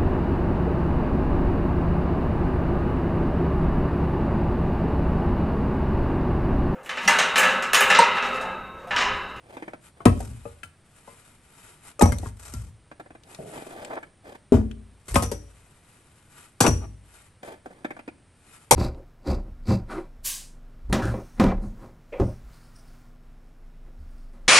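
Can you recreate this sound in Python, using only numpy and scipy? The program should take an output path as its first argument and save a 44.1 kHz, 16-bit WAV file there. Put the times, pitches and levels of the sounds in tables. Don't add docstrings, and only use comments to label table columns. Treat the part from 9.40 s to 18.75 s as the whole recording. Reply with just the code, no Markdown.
import sys
import numpy as np
from scipy import signal
from scipy.fft import rfft, irfft, next_fast_len
from scipy.io import wavfile
from scipy.ndimage import uniform_filter1d

SR = 44100
rng = np.random.default_rng(int(sys.argv[2]) if len(sys.argv) > 2 else 0)


def wrap_up_sound(samples):
    columns = np.atleast_2d(samples).T
    tamed = np.clip(columns, -1, 1)
    steps = np.round(tamed * 32767).astype(np.int16)
    wavfile.write(sys.argv[1], SR, steps)


N = 412335
T = np.arange(SR) / SR
NOW = np.arange(N) / SR


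def gain_of(db):
    return 10 ** (np.asarray(db) / 20)


def evened(x):
    return x / np.sqrt(np.mean(x ** 2) + 1e-20)


def read(points, hz):
    f, value = np.transpose(points)
    return np.interp(np.log(hz + 1), np.log(f + 1), value)


def add(mix, s, sound):
    part = mix[..., round(s * SR):][..., :sound.shape[-1]]
    part += sound[..., :part.shape[-1]]


def colour(x, spectrum, size=4096):
    log_gain = np.log(gain_of(read(spectrum, abs(np.fft.fftfreq(size, 1 / SR)))))
    minimum_phase = np.exp(np.conj(signal.hilbert(log_gain)))
    taps = np.fft.ifft(minimum_phase).real[:size // 2]
    return signal.oaconvolve(x, taps / np.linalg.norm(taps))[:len(x)]


def grains(count, per_s, spread_db):
    size = gain_of(spread_db * np.minimum(rng.exponential(1, count), 3))
    sign = rng.choice([-1, 1], count)
    happens = rng.random(count) < per_s / SR
    return evened(size * sign * happens)


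def ring(modes, pitch, scatter, swell_cycles, spread=1):
    hz, db, t60 = np.transpose(modes)[:, :, None]
    detune, weight, turn = spread * rng.standard_normal((3, len(modes), 1))
    hz = hz * pitch * (1 + scatter * detune)
    swell = 1 - np.exp(-(T * hz / swell_cycles) ** 2)
    fade = gain_of(db + 2.3 * weight - 60 * T * pitch / t60)
    waves = fade * swell * np.sin(2 * np.pi * hz * T + 2 * turn)
    return waves.sum(0) / np.linalg.norm(gain_of(db))


def strokes(rows):
    return sum(gain_of(db) * np.exp(-((NOW - s) / half) ** 2) for s, db, half in rows)


def stick_slip(depth_db, size):
    wander = uniform_filter1d(uniform_filter1d(rng.standard_normal(N), size), size)
    return gain_of(depth_db * evened(wander))


# frequency in Hz, level in dB per Hz.
AIR = [(25, -6), (110, 0.5), (300, -11.5), (900, -18.5), (2000, -21), (7200, -33), (9100, -20.5),
       (12200, -47.5)]
AIR_DB = -59


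def air():
    shared, left, right = (colour(rng.standard_normal(N), AIR) for _ in range(3))
    return gain_of(AIR_DB) * evened(shared + 0.13 * np.array([left, right]))


# frequency in Hz, time to fall 60 dB in seconds.
PORCH_T60 = [(80, 0.71), (1000, 0.31), (9000, 0.42)]
PORCH_DB, PORCH_MONO_HZ = -14.5, 250


def porch(x):
    taps = rng.standard_normal((2, SR)) * (rng.random((2, SR)) < 3000 / SR) * (T > .004)
    hz, t, (left, other) = signal.stft(taps, SR, nperseg=256)
    same = 1 / (1 + (hz[:, None] / PORCH_MONO_HZ) ** 2)
    right = same * left + np.sqrt(1 - same ** 2) * other
    fade = gain_of(-60 * t / read(PORCH_T60, hz)[:, None])
    tail = signal.istft(np.array([left, right]) * fade, SR, nperseg=256)[1]
    return signal.fftconvolve(x[None], tail / np.linalg.norm(tail[0]), axes=1)[:, :N]


# frequency in Hz, left minus right in dB.
RACK_PHASE = [(80, .05), (900, .45), (1900, 1.1), (3500, .5), (6500, .6), (8500, -.2), (10500, -2.9),
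              (11000, -3.8), (11600, -6.3)]
RACK_BALANCE = [(100, 1.6), (450, 2.5), (1900, 7), (5000, 4.5), (10000, 0)]
YARD_PHASE = [(80, -.05), (500, -.55), (1290, -1.5), (3500, -5.6), (8500, -6.1), (11500, -12)]
YARD_BALANCE = [(900, -.5), (3000, 1.5)]
# frequency in Hz, level in dB.
CLOSE_ECHOES = [(100, -27.5), (600, -3.5), (1800, -1), (9000, -3.5)]


def place(x, phase=RACK_PHASE, balance=RACK_BALANCE, echo_t60=0.034):
    size = 2 * len(x)
    hz = np.fft.rfftfreq(size, 1 / SR)
    half = gain_of(read(balance, hz) / 2) * np.exp(.5j * read(phase, hz))
    taps = rng.standard_normal((2, SR)) * (rng.random((2, SR)) < 4000 / SR) * gain_of(-60 * T / echo_t60)
    echoes = rfft(taps / np.linalg.norm(taps, axis=1, keepdims=True), size)
    echoes = echoes * gain_of(read(CLOSE_ECHOES, hz))
    ports = np.array([half, 1 / half]) * (gain_of(-1.0) + echoes)
    return irfft(rfft(x, size) * ports)[:, :len(x)]


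# middle in seconds, level in dB, half length in seconds.
SWISHES = [(0.46, -52, 0.035), (1.02, -57.5, 0.18), (1.74, -56.5, 0.232), (2.25, -54.5, 0.16),
           (2.48, -49.5, 0.037), (3.92, -53.5, 0.037), (4.15, -51.5, 0.19), (6.5, -64, 0.83),
           (7.0, -52.5, 0.062), (7.78, -56, 0.1), (8.06, -52.5, 0.02), (9.15, -57, 0.13)]
# frequency in Hz, level in dB per Hz.
NYLON = [(200, -2.5), (700, 0.5), (2400, -3.5), (6000, -11), (9200, -1), (11300, 1.5), (12600, -34)]
SNAPS_PER_S, SNAP_DB = 28, -10.5


def jacket():
    threads = stick_slip(1.8, size=900) * grains(N, 10000, 5.2)
    snaps = gain_of(SNAP_DB) * grains(N, SNAPS_PER_S, 1.9)
    return colour(strokes(SWISHES) * (threads + snaps), NYLON)


SLIP_COLOUR_DB = 4


def uneven(spectrum):
    hz = np.geomspace(100, 13000, num=40)
    return np.c_[hz, read(spectrum, hz) + SLIP_COLOUR_DB * rng.standard_normal(len(hz))]


# start in seconds, number of slips,
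# gap in seconds, first slip in dB, last slip in dB, squeak against body in dB.
STEPS = [ (0.168, 4, 0.055, -30, -30.5, -6.5), (3.514, 2, .083, -35.5, -30, -9),
         (3.659, 3, 0.045, -43, -40, -7.5), (4.628, 1, 0.067, -40.5, -43, 3.5),
         (8.258, 2, 0.048, -30, -39.5, -14), (8.445, 3, 0.06, -23, -37, -3.5),
         (8.591, 2, 0.086, -35.5, -30.5, -3)]
# frequency in Hz, level in dB per Hz.
SNOW_BODY = [(80, -23), (180, -5.5), (300, 3), (520, -5), (1300, -13.5), (2500, -39.5)]
SNOW_SQUEAK = [(300, -18.5), (900, 5), (1450, 9.5), (2600, 0), (3500, -9), (6000, -22.5), (13000, -23.5)]
# middle in seconds, level in dB, half length in seconds.
SHUFFLES = [(0.18, -51.5, 0.13), (0.6, -50, 0.037), (4.52, -46.5, 0.09), (4.91, -46.5, 0.051),
            (8.09, -45.5, 0.042)]
# middle in seconds, level in dB, half length in seconds.
TWISTS = [(4.513, -33, 0.008), (4.534, -33.5, 0.011), (4.576, -31, 0.011)]
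# frequency in Hz, level in dB per Hz.
TWIST = [(150, -11), (300, 8), (1200, 5), (2200, -10.5), (9000, -48.5)]
SLIP_RISE_S, SLIP_FADE_S = .001, .008
CREAKS_PER_S = 330


def boots():
    out = np.zeros(N)
    burst = (1 - np.exp(-T / SLIP_RISE_S)) * np.exp(-T / SLIP_FADE_S)
    for start, slips, gap, first_db, last_db, squeak_db in STEPS:
        for k, db in enumerate(np.linspace(first_db, last_db, round(slips))):
            body = colour(burst * grains(SR, 4000, 3.1), SNOW_BODY)
            squeak = colour(burst * grains(SR, 2200, 3.1), uneven(SNOW_SQUEAK))
            add(out, start + k * gap, gain_of(db) * (body + gain_of(squeak_db) * squeak))
    shuffle = strokes(SHUFFLES) * stick_slip(4.6, size=400) * grains(N, 2500, 3)
    cycles = np.cumsum(CREAKS_PER_S * stick_slip(3, size=120)) / SR
    creak = np.diff(np.floor(cycles), prepend=0)
    twist = strokes(TWISTS) * evened(evened(creak) + rng.standard_normal(N))
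    return out + colour(twist, TWIST) + colour(shuffle, DRAG)


# middle in seconds, level in dB,
# half length in seconds.
DRAGS = [(3.93, -54.5, 0.081), (4.17, -41, 0.047), (4.39, -41.5, 0.12), (8.11, -44.5, 0.043),
         (8.37, -57.5, 0.12)]
# frequency in Hz, level in dB per Hz.
DRAG = [(100, -12), (390, 2), (1300, -10.5), (3900, -24.5), (6600, -31), (13000, -25.5)]
# start in seconds, level in dB.
CATCHES = [(4.135, -39), (4.159, -36.5), (4.223, -36.5), (4.267, -38), (4.307, -39), (4.397, -49),
           (4.421, -37), (8.031, -31), (8.048, -39), (8.105, -54)]
# start in seconds, level in dB,
# fade time constant in seconds.
JUDDER = (3.986, -29.5, 0.061)
# frequency in Hz, level in dB, time to fall 60 dB in seconds.
JUDDER_MODES = [(172, 0, .08), (431, -4, .045), (689, -8, .04)]
CATCH_FADE_S, CATCH_RING_DB = .006, -10.5


def dragging():
    out = colour(strokes(DRAGS) * stick_slip(2.5, size=250) * grains(N, 4000, 3), DRAG)
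    for s, db in CATCHES:
        rasp = colour(np.exp(-T / CATCH_FADE_S) * grains(SR, 3000, 2.9), DRAG)
        woody = gain_of(CATCH_RING_DB) * ring(LOG, 0.85, 0.112, 0.96)
        add(out, s, gain_of(db) * (rasp + woody))
    s, db, fade = JUDDER
    judder = evened(signal.oaconvolve(grains(SR, 500, 1), ring(JUDDER_MODES, 0.96, 0, 0.54))[:SR])
    envelope = (1 - np.exp(-T / CATCH_FADE_S)) * np.exp(-T / fade)
    add(out, s, gain_of(db) * envelope * judder)
    return out


# middle in seconds, level in dB,
# half length in seconds.
ROCKING = [(0.92, -34.5, 0.081), (3.21, -33.5, 0.088), (5.74, -26, 0.021)]
# frequency in Hz, level in dB, time to fall 60 dB in seconds.
DECK = [(53, -14.5, 0.23), (55.33, -9.5, 0.7), (67.35, -2.5, 0.31), (84.77, -17.5, 0.75),
        (86.3, -4.5, 0.46), (103, -12.5, 0.63), (120.3, 0.5, 0.16), (134.2, -13, 0.35)]


def rocking():
    rumble = signal.oaconvolve(rng.standard_normal(N), ring(DECK, 0.85, 0, 0.23))[:N]
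    return strokes(ROCKING) * evened(rumble)


# start in seconds, level in dB.
RACK_JOLTS = [(2.624, -29), (5.833, -35), (5.917, -40.5), (7.206, -23.5), (7.265, -25.5), (9.31, -22.5)]
RACK_LOW_HZ, RACK_SPAN_HZ = 5720, 680
RACK_T60_LOW, RACK_T60_HIGH = .38, .11


def rack():
    rise = np.linspace(0, 1, num=40) ** 1.5
    hz = RACK_LOW_HZ + RACK_SPAN_HZ * rise
    t60 = RACK_T60_LOW * (RACK_T60_HIGH / RACK_T60_LOW) ** rise
    modes = np.c_[hz, 0 * rise, t60]
    out = np.zeros(N)
    for s, db in RACK_JOLTS:
        add(out, s, gain_of(db) * ring(modes, 1, .003, 3.5))
    return out


# start in seconds, level in dB, centre in Hz.
SPLINTERS = [(0.655, -18.5, 2700), (2.595, -23.5, 8400), (2.615, -19.5, 2700), (2.622, -9.5, 9200),
             (2.785, -28.5, 8360), (3.138, -28.5, 9500), (3.835, -45, 4000), (3.947, -34.5, 4230),
             (4.448, -29, 3080), (5.313, -40.5, 2500), (5.757, -13.5, 2170), (7.265, -11, 2340)]
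SPLINTER_FADE_S, SPLINTER_OCTAVES = 0.0017, 0.97


def splinters():
    out = np.zeros(N)
    hz = np.geomspace(100, 16000, num=24)
    for s, db, centre_hz in SPLINTERS:
        octaves = np.log2(hz / centre_hz)
        shape_db = -20 * np.log10(1 + (octaves / SPLINTER_OCTAVES) ** 2)
        tick = np.exp(-T / SPLINTER_FADE_S) * grains(SR, 12000, 1.4)
        add(out, s, gain_of(db) * colour(tick, np.c_[hz, shape_db]))
    return out


# start in seconds, ring in dB, knock in dB,
# deck boom in dB.
SET_DOWN = [(5.121, -1, -18.5, -23.5), (5.141, -8, -20.5, -9)]
# frequency in Hz, level in dB, time to fall 60 dB in seconds.
ROUND_LOG = [(229, -17, .42), (255, 0, .07), (283, -14, .38), (415, -12, .15), (680, -20, .12)]
# frequency in Hz, level in dB per Hz.
END_GRAIN = [(100, -6.5), (400, 11), (950, -7), (1300, -17.5), (4000, -30), (11000, -29.5)]
END_FADE_S = 0.029


def set_down():
    out = np.zeros(N)
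    for s, ring_db, knock_db, boom_db in SET_DOWN:
        knock = colour(np.exp(-T / END_FADE_S) * grains(SR, 3000, 1.5), END_GRAIN)
        low_ring = ring(ROUND_LOG, 0.95, .004, 0.32, spread=0.64)
        boom = ring(DECK, 1, .02, 0.28)
        add(out, s, gain_of(ring_db) * low_ring + gain_of(knock_db) * knock + gain_of(boom_db) * boom)
    return out


# middle in seconds, level in dB, half length in seconds.
SLIDES = [(0.83, -50, 0.071), (2.85, -50.5, 0.053), (3.05, -49, 0.049), (3.14, -50, 0.11),
          (5.72, -41, 0.035)]
# middle in seconds, level in dB, half length in seconds.
ROLLS = [(7.253, -16.5, 0.021), (7.435, -42.5, 0.022)]


def sliding():
    slide = colour(strokes(SLIDES) * stick_slip(2.9, size=300) * grains(N, 3000, 4.5), BARK)
    return slide + colour(strokes(ROLLS) * grains(N, 2700, 1.7), PILE)


# frequency in Hz, level in dB per Hz.
PILE = [(80, -15.5), (250, 5.5), (1100, -3), (1500, -14.5), (2500, -20), (10000, -51.5)]
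CLATTER_RISE_S, CLATTER_FADE_S = .003, .016


def clatter():
    jostle = (1 - np.exp(-T / CLATTER_RISE_S)) * np.exp(-T / CLATTER_FADE_S)
    return colour(jostle * grains(SR, 2500, 1.1), PILE)


# frequency in Hz, level in dB, time to fall 60 dB in seconds.
LOG = [(455, 0.5, 0.015), (571, -3.5, 0.21), (693, -0.5, 0.087), (812, 2.5, 0.046), (935.7, 1, 0.07),
       (1047, 2.5, 0.043), (1126, -5, 0.029), (1250, -7, 0.15), (1799, -12, 0.059), (2544, -17.5, 0.14),
       (3272, -22, 0.0094)]
# frequency in Hz, level in dB per Hz.
BARK = [(150, -27.5), (500, 1), (1600, -6.5), (3600, -11.5), (7200, -7.5), (8800, -1), (10200, -6),
        (11300, -2), (13500, -23.5)]
BARK_RISE_S, CRACK_S, SCRAPE_S = 0.0012, 0.0036, 0.021
SCRAPE_DB = -7


def contact(knock_db, pitch, bark_db):
    snap_and_scrape = np.exp(-T / CRACK_S) + gain_of(SCRAPE_DB) * np.exp(-T / SCRAPE_S)
    rub = (1 - np.exp(-T / BARK_RISE_S)) * snap_and_scrape
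    bark = colour(rub * grains(SR, 3000, 5.1), BARK)
    return gain_of(knock_db) * ring(LOG, pitch, 0.0069, 0.82) + gain_of(bark_db) * bark


def bending_wave(start_hz=400, end_hz=92, glide=.006, decay=0.024):
    hz = end_hz + start_hz * np.exp(-T / glide)
    return (1 - np.exp(-T / 0.0018)) * np.exp(-T / decay) * np.sin(2 * np.pi * np.cumsum(hz) / SR)


# frequency in Hz, level in dB,
# time to fall 60 dB in seconds.
BOARDS = [(150.1, -0.5, 0.11), (191.3, -1.5, 0.077), (251, -4.5, 0.14), (279, -10.5, 0.16),
          (350, -5.5, 0.037), (391.5, -0.5, 0.032), (429.7, -5, 0.057)]


def load(thud_db, boom_db):
    thud = ring(BOARDS, 0.94, 0.011, 1.0) + bending_wave()
    return gain_of(thud_db) * thud + gain_of(boom_db) * ring(DECK, 0.98, 0.026, 0.47, spread=0.39)


REBOUND_S = .033
SEAT_KNOCK_DB, SEAT_BARK_DB, SEAT_PITCH = -5, -7, .88


def landing(knock_db, pitch, bark_db, clatter_db, lag, thud_db, boom_db, rebound_db, count=2):
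    out = contact(knock_db, pitch, bark_db) + gain_of(clatter_db) * clatter()
    seat = contact(knock_db + SEAT_KNOCK_DB, pitch * SEAT_PITCH, bark_db + SEAT_BARK_DB)
    add(out, lag, seat + load(thud_db, boom_db))
    for k in range(1, count + 1):
        loss_db = rebound_db * k
        touch = contact(knock_db + loss_db, pitch * rng.uniform(0.78, 1.1), bark_db + loss_db)
        add(out, lag + k * REBOUND_S, touch + gain_of(thud_db + loss_db) * bending_wave())
    return out


# start in seconds, knock in dB,
# pitch factor of the log, bark in dB, clatter of the pile in dB, lag until the weight bears in seconds,
# board thud in dB, deck boom in dB, level change per rebound in dB.
LANDINGS = [ (0.654, -11, 1.03, -24, -10, 0.0039, -2, -8.5, -19.5),
            (2.610, -6.5, 1.0, -20.5, -13, .013, -4.5, -7, -11.5),
            (5.757, -11, 0.99, -19, -37, 0.0016, -13.5, -13, -14.5),
            (5.915, -27, 0.61, -30, -33, 0.0037, -27, -38, -27),
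            (7.204, -9.5, 0.96, -10, -17.5, .003, -13.5, -26, -17),
            (7.264, -14.5, 0.8, -20, -16.5, .012, -8.5, -8, -35),
            (9.309, -8, 0.86, -7, -11.5, 0.01, -18.5, -21, -9)]
# start in seconds, knock in dB,
# pitch factor of the log, bark in dB, board thud in dB.
NUDGES = [ (0.604, -34, 1.18, -62, -41.5), (0.803, -30.5, 0.74, -39.5, -50), (1.054, -40, 0.68, -58, -36),
          (1.232, -27.5, 2.42, -40.5, -46), (1.676, -36, 0.82, -64, -50), (2.72, -27.5, 1.7, -33, -25),
          (2.83, -33.5, 0.75, -52, -32.5), (2.859, -35.5, 1.3, -56, -30.5), (3.137, -37, 1.1, -44, -32.5),
          (5.681, -44, 0.8, -32, -40), (5.742, -49, 0.56, -23, -25), (5.823, -27.5, 0.82, -25.5, -25),
          (5.834, -28.5, 0.9, -29, -23)]
BOOM_DB = -1
# frequency in Hz, level in dB,
# time to fall 60 dB in seconds.
BRANCH = [(474, -2, .12), (587, -1, .08), (1245, -8, .1), (2600, -18, .04)]
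# start in seconds, level in dB.
BRANCH_BLOWS = [(0.655, -19), (1.054, -31), (2.592, -20.5)]


def firewood():
    out = np.zeros((2, N))
    for s, *log in LANDINGS:
        add(out, s, place(landing(*log)))
    for s, knock_db, pitch, bark_db, thud_db in NUDGES:
        add(out, s, place(contact(knock_db, pitch, bark_db) + load(thud_db, thud_db + BOOM_DB)))
    for s, db in BRANCH_BLOWS:
        add(out, s, place(gain_of(db) * ring(BRANCH, 0.98, 0.0044, 0.66, spread=0.24)))
    return out


def scene():
    logs = firewood()
    at_rack = place(set_down() + rack() + sliding() + rocking() + splinters() + jacket())
    in_yard = place(boots() + dragging(), YARD_PHASE, YARD_BALANCE)
    near = logs + at_rack + in_yard
    return near + gain_of(PORCH_DB) * porch(near[0]) + air()


# frequency in Hz, level in dB.
TREBLE_FADE = [(10000, 0.5), (11900, -4), (12700, -17.5)]
EDGE_HZ = 12700


def record(dry):
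    size = next_fast_len(N + SR)
    treble_gain = gain_of(read(TREBLE_FADE, np.fft.rfftfreq(size, 1 / SR)))
    heard = irfft(rfft(dry, size) * treble_gain, size)[:, :N]
    rounded = heard / (1 + heard ** 6) ** (1 / 6)
    low_pass = signal.firwin(255, EDGE_HZ, window=("kaiser", 8), fs=SR)
    return signal.oaconvolve(rounded, low_pass[None], "same")


dry = scene()
out = record(dry)
wrap_up_sound(out)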